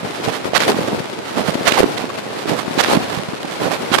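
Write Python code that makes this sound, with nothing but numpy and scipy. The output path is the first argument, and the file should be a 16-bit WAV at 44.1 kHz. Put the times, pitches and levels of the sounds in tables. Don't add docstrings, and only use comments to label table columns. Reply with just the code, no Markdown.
import sys
import numpy as np
from scipy import signal
from scipy.fft import rfft, irfft
from scipy.io import wavfile

SR = 44100
rng = np.random.default_rng(int(sys.argv[2]) if len(sys.argv) > 2 else 0)


def to_wav(sig):
    pcm = np.clip(np.atleast_2d(sig), -1, 1) * 32767
    pcm = np.round(pcm).astype(np.int16)
    wavfile.write(sys.argv[1], SR, pcm.T)


N = 176400
TIME = np.arange(N) / SR
LEFT, RIGHT = 0, 1

# centre_s, pitch_hz, envelope_peak_db, port
FOLD_BUMPS = [(.033, 198, -12.5, RIGHT), (.278, 145, -9.5, RIGHT), (0.456, 314, -7.5, LEFT),
              (.535, 520, -0.5, RIGHT), (.695, 332, -6, LEFT), (0.704, 350, -2, RIGHT),
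              (0.724, 285, -10, RIGHT), (0.745, 264, -7, RIGHT), (0.769, 251, -7.5, RIGHT),
              (0.794, 237, -8, RIGHT), (0.933, 203, -6.5, RIGHT), (0.974, 120, -19, RIGHT),
              (1.004, 193, -13, LEFT), (1.134, 348, -15, RIGHT), (1.376, 218, -9, RIGHT),
              (1.487, 177, -4.5, RIGHT), (1.555, 265, -4.5, LEFT), (1.621, 410, -9.5, RIGHT),
              (1.723, 308, -5, LEFT), (1.805, 400, 4, RIGHT), (1.832, 440, 6, RIGHT),
              (1.842, 336, 6, RIGHT), (1.861, 288, -7, LEFT), (2.042, 246, -7.5, RIGHT),
              (2.496, 270, -7.5, RIGHT), (2.519, 178, -10.5, RIGHT), (2.681, 262, -5, LEFT),
              (2.711, 242, -11, LEFT), (2.779, 315, -4.5, RIGHT), (2.887, 337, -4, LEFT),
              (2.956, 290, -3, RIGHT), (2.973, 226, 2, RIGHT), (3.003, 260, -12, LEFT),
              (3.049, 320, -12, RIGHT), (3.175, 156, -11.5, RIGHT), (3.196, 194, -12, RIGHT),
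              (3.288, 179, -12.5, RIGHT), (3.335, 304, -13, LEFT), (3.448, 248, -11, RIGHT),
              (3.666, 203, -11.5, RIGHT), (3.711, 402, -6, RIGHT), (3.833, 280, -7.5, LEFT),
              (3.918, 270, -4.5, RIGHT)]
# centre_s, half_length_s, left_db, right_db, bass_gain_db
LIGHT_RUBS = [(0.053, 0.007, -22.5, -27, 8), (0.073, 0.021, -29, -24, 1), (0.161, 0.029, -41, -20.5, -18),
              (0.254, 0.019, -19, -18, -2.5), (0.293, 0.012, -27, -14, 2), (0.348, 0.026, -35, -14.5, -9.5),
              (0.468, 0.016, -21, -26, 3), (0.611, 0.023, -15, -40, -2.5), (0.783, 0.086, -21.5, -21, 1),
              (0.882, 0.0051, -23, -13.5, -2), (0.948, 0.033, -24, -29, 3.5), (0.999, 0.0084, -22, -34, 1),
              (1.295, 0.024, -42, -21.5, -17), (1.392, 0.028, -22.5, -14.5, 2),
              (1.481, 0.025, -44, -14, -2), (1.546, 0.0049, -21, -18, -8),
              (1.596, 0.063, -28.5, -26.5, 1.5), (1.727, 0.13, -23, -27, 1), (1.892, 0.075, -23, -25.5, 0),
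              (2.006, 0.029, -37, -20, -3.5), (2.186, 0.0087, -21, -28, -2), (2.275, 0.04, -47, -36, 12),
              (2.4, 0.027, -46, -20.5, -30), (2.494, 0.014, -18.5, -14, -0.5), (2.527, 0.026, -29, -18, 5),
              (2.593, 0.019, -43, -13, -8.5), (2.739, 0.067, -24, -28, 1.5),
              (2.842, 0.079, -19.5, -39, -5.5), (3, 0.081, -22, -21.5, -1.5),
              (3.141, 0.033, -30, -17, -2.5), (3.525, 0.026, -45, -19.5, -7), (3.619, 0.0064, -25, -18, 4),
              (3.649, 0.032, -24, -16, 1.5), (3.735, 0.019, -41, -12.5, -7.5), (3.836, 0.068, -23, -26, -1),
              (4, 0.052, -17.5, -43, 0.5)]
# centre_s, half_length_s, level_db
FAST_SWIPES = [(0.565, 0.012, -4.5), (0.631, 0.025, -15.5), (1.659, 0.0035, -15), (1.684, 0.01, -1.5),
               (1.711, 0.013, -13.5), (1.744, 0.0095, -12.5), (1.761, 0.0086, -14.5), (1.980, 0.004, -14),
               (2.803, 0.01, -3), (2.839, 0.0048, -8.5), (2.896, 0.035, -18), (3.946, 0.013, -5),
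               (3.988, 0.0038, -8.5)]
# start_s, level_db, port
THREAD_SNAPS = [(0.578, -3, RIGHT), (0.611, -10, RIGHT), (0.7, -7, RIGHT), (1.679, -2, LEFT),
                (1.7205, -8, RIGHT), (1.833, -9, RIGHT), (1.979, -13, RIGHT), (2.954, -16, RIGHT),
                (3.431, -13, RIGHT)]
# centre_s, half_length_s, pitch_hz, level_db, port
WEAVE_RASPS = [(0.6048, 0.00097, 2040, -6, RIGHT), (0.6066, 0.00069, 2080, -13, RIGHT),
               (0.623, 0.0011, 1310, -5.5, RIGHT), (0.687, 0.0036, 654, -13, RIGHT),
               (1.7225, 0.002, 2800, -6.5, RIGHT), (1.779, 0.0083, 880, -12, RIGHT),
               (2.102, 0.003, 980, -19.5, LEFT), (2.847, 0.0007, 1580, -0.5, RIGHT),
               (2.915, 0.0043, 765, -11, RIGHT), (3.717, 0.0022, 790, -9.5, RIGHT)]
# centre_s, half_length_s, left_db, right_db
TIGHT_DRAGS = [(.694, 0.024, -11, -11), (1.776, 0.013, -33, -11.5), (1.8, 0.013, -10, -8.5),
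               (1.833, 0.0099, -33, -15), (2.915, 0.011, -15.5, -17), (2.942, 0.023, -9, -10.5)]
# centre_s, scratch_gain_db
HOLDS = [(0.737, -8), (1.834, -7), (2.967, -12)]

# frequency_hz, relative_density_db
REST_SPECTRUM = [(30, -48), (65, -25.5), (110, -7), (180, 2), (400, 5), (650, 1.5), (1600, -5.5),
                 (4200, -11), (6300, -19), (10000, -23), (14000, -34)]
RUB_SPECTRUM = [(30, -24), (65, -49), (115, -4.5), (280, -1), (600, -0.5), (1600, -11), (4200, -16),
                (6300, -23.5), (10000, -27), (14000, -33.5)]
SWIPE_SPECTRUM = [(30, -38), (110, -11.5), (260, -7), (550, 1.5), (1600, -1), (4000, -4), (6300, -13),
                  (10000, -19), (14000, -27.5)]
DRAG_SPECTRUM = [(30, -14), (70, -27), (160, -4.5), (400, 5), (700, 0.5), (1600, -8), (4200, -13),
                 (6300, -25), (10000, -26.5), (14000, -35)]
STREET_SPECTRUM = [(20, -13), (55, -20), (110, 12), (400, -5.5), (2000, -3.5), (10000, -45)]
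# frequency_hz, gain_db
RIGHT_PORT_RESPONSE = [(50, 5), (110, 0.5), (450, 1), (1500, 1), (4000, -0.5), (6500, 0), (12000, -0.5)]

BODY_EDGE_HZ = 730
SHEEN_HZ = 7000


def from_db(db):
    return 10 ** (np.asarray(db) / 20)


def unit_rms(x):
    return x / np.sqrt(np.mean(x ** 2) + 1e-20)


def drift(rate_hz):
    step, settle = 40, 2000
    pole = np.exp(-2 * np.pi * rate_hz * step / SR)
    noise = rng.standard_normal(N // step + settle + 2)
    slow = signal.lfilter([1], [1, -2 * pole, pole * pole], noise)[settle:]
    return np.interp(np.arange(N) / step, np.arange(len(slow)), unit_rms(slow))


def coloured(x, spectrum):
    hz, db = np.transpose(spectrum)
    grid_hz = np.maximum(np.arange(N // 2 + 1) * SR / N, 1)
    gain = from_db(np.interp(np.log(grid_hz), np.log(hz), db))
    cepstrum = irfft(np.log(gain), N)
    cepstrum[1:N // 2] *= 2
    cepstrum[N // 2 + 1:] = 0
    return irfft(rfft(x) * np.exp(rfft(cepstrum)), N)


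def split_bands(x, edge_hz):
    low = signal.sosfiltfilt(signal.butter(2, edge_hz, fs=SR, output="sos"), x)
    return low, x - low


def swells(rows, fall_ratio=1):
    power = 0
    for centre_s, half_s, db in rows:
        distance = np.abs(TIME - centre_s) / np.where(TIME < centre_s, half_s, half_s * fall_ratio)
        power = power + from_db(db) ** 2 * np.exp(-np.minimum(distance, 10) ** 1.8)
    return np.sqrt(power)


def friction(spectrum, port, flap_db, scratch_db, judder_hz, tick_db, bass_gain=1):
    slips_per_s, slip_spread_db = 5000, 6
    ticks_per_s, tick_spread_db = 40, 6.5
    signs = rng.choice([-1, 1], N)
    slip_sizes = from_db(slip_spread_db * np.clip(rng.standard_normal(N), -2, 2))
    slips = unit_rms(signs * slip_sizes * (rng.random(N) < slips_per_s / SR))
    hiss = 0.57 * rng.standard_normal(N)
    tick_sizes = from_db(tick_spread_db * rng.uniform(-2, 1.9, N))
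    ticks = unit_rms(signs * tick_sizes * (rng.random(N) < ticks_per_s / SR))
    sound = coloured(slips + hiss + from_db(tick_db) * ticks, spectrum)
    if port == RIGHT:
        sound = coloured(sound, RIGHT_PORT_RESPONSE)
    flap, scratch = split_bands(sound, BODY_EDGE_HZ)
    flap = flap * from_db(flap_db * drift(judder_hz))
    scratch = scratch * from_db(scratch_db * drift(judder_hz))
    return (bass_gain * flap + scratch) / np.std(flap + scratch)


def resting_rustle(port):
    level = from_db((-27, -26.5)[port] + 0.18 * drift(8.8))
    return level * friction(REST_SPECTRUM, port, flap_db=2.5, scratch_db=1.5, judder_hz=39, tick_db=-9)


def street_rumble(level_db=-42.5):
    return from_db(level_db) * unit_rms(coloured(rng.standard_normal(N), STREET_SPECTRUM))


def fold_bumps(port, rise_cycles=0.5, fall_cycles=0.81):
    grit_band = signal.butter(2, (172, 1010), "band", fs=SR, output="sos")
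    grit = 0.28 * unit_rms(signal.sosfilt(grit_band, rng.standard_normal(N)))
    out = np.zeros(N)
    for centre_s, pitch_hz, db, where in FOLD_BUMPS:
        if where == port:
            near = np.abs(TIME - centre_s) < 0.03
            cycles = (TIME[near] - centre_s) * pitch_hz
            envelope = np.exp(-np.abs(cycles / np.where(cycles < 0, rise_cycles, fall_cycles)) ** 1.66)
            out[near] += from_db(db) * envelope * (np.sin(2 * np.pi * cycles) + grit[near])
    return out


def light_rubs(port):
    level = swells((s, half_s, port_db[port]) for s, half_s, *port_db, _ in LIGHT_RUBS)
    bass = swells((s, half_s, port_db[port] + bass_db) for s, half_s, *port_db, bass_db in LIGHT_RUBS)
    return level * friction(RUB_SPECTRUM, port, flap_db=4, scratch_db=1.96, judder_hz=96,
                            tick_db=-12.5, bass_gain=bass / level)


def fast_swipes(fall_ratio=0.7, sheen_lag=0.26):
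    sound = friction(SWIPE_SPECTRUM, RIGHT, flap_db=-0.5, scratch_db=2, judder_hz=610, tick_db=-12)
    dull, sheen = split_bands(sound, SHEEN_HZ)
    delayed = [(s + sheen_lag * half_s, half_s, db) for s, half_s, db in FAST_SWIPES]
    return swells(FAST_SWIPES, fall_ratio) * dull + swells(delayed, fall_ratio) * sheen


def thread_snaps(port, decay_s=0.00097):
    envelope = np.zeros(N)
    for start_s, db, where in THREAD_SNAPS:
        if where == port:
            decay = np.exp(-np.clip((TIME - start_s) / decay_s, 0, 20))
            envelope += from_db(db) * (TIME >= start_s) * decay
    return envelope * unit_rms(coloured(rng.standard_normal(N), SWIPE_SPECTRUM))


def weave_rasps(port):
    out, slips = np.zeros(N), rng.standard_normal(N)
    for centre_s, half_s, pitch_hz, db, where in WEAVE_RASPS:
        if where == port:
            resonance = signal.iirpeak(pitch_hz, Q=4.6, fs=SR)
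            out += swells([(centre_s, half_s, db)]) * unit_rms(signal.lfilter(*resonance, slips))
    return out


def tight_drags(port):
    level = swells((s, half_s, port_db[port]) for s, half_s, *port_db in TIGHT_DRAGS)
    sound = friction(DRAG_SPECTRUM, port, flap_db=2, scratch_db=3.4, judder_hz=110, tick_db=-3.5)
    sheen_db = (7, 1.5)[port]
    return level * coloured(sound, [(SHEEN_HZ / 2, 0), (SHEEN_HZ, sheen_db)])


def held_still(sound, half_s=0.026):
    flap, scratch = split_bands(sound, BODY_EDGE_HZ)
    dip_db = sum(db * np.exp(-((TIME - centre_s) / half_s) ** 2) for centre_s, db in HOLDS)
    return flap + scratch * from_db(dip_db)


def scene():
    sources = (resting_rustle, fold_bumps, light_rubs, thread_snaps, weave_rasps, tight_drags)
    cloth = np.array([sum(source(port) for source in sources) for port in (LEFT, RIGHT)])
    cloth[RIGHT] += fast_swipes()
    cloth[LEFT] = held_still(cloth[LEFT])
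    return cloth + street_rumble()


def record(dry, low_cut_hz=55, overload=0.95, high_cut_hz=14600):
    thinned = signal.sosfilt(signal.butter(2, low_cut_hz, "high", fs=SR, output="sos"), dry)
    clipped = np.clip(thinned, -overload, overload)
    return signal.sosfilt(signal.ellip(10, 0.1, 85, high_cut_hz, fs=SR, output="sos"), clipped)


dry = scene()
out = record(dry)
to_wav(out)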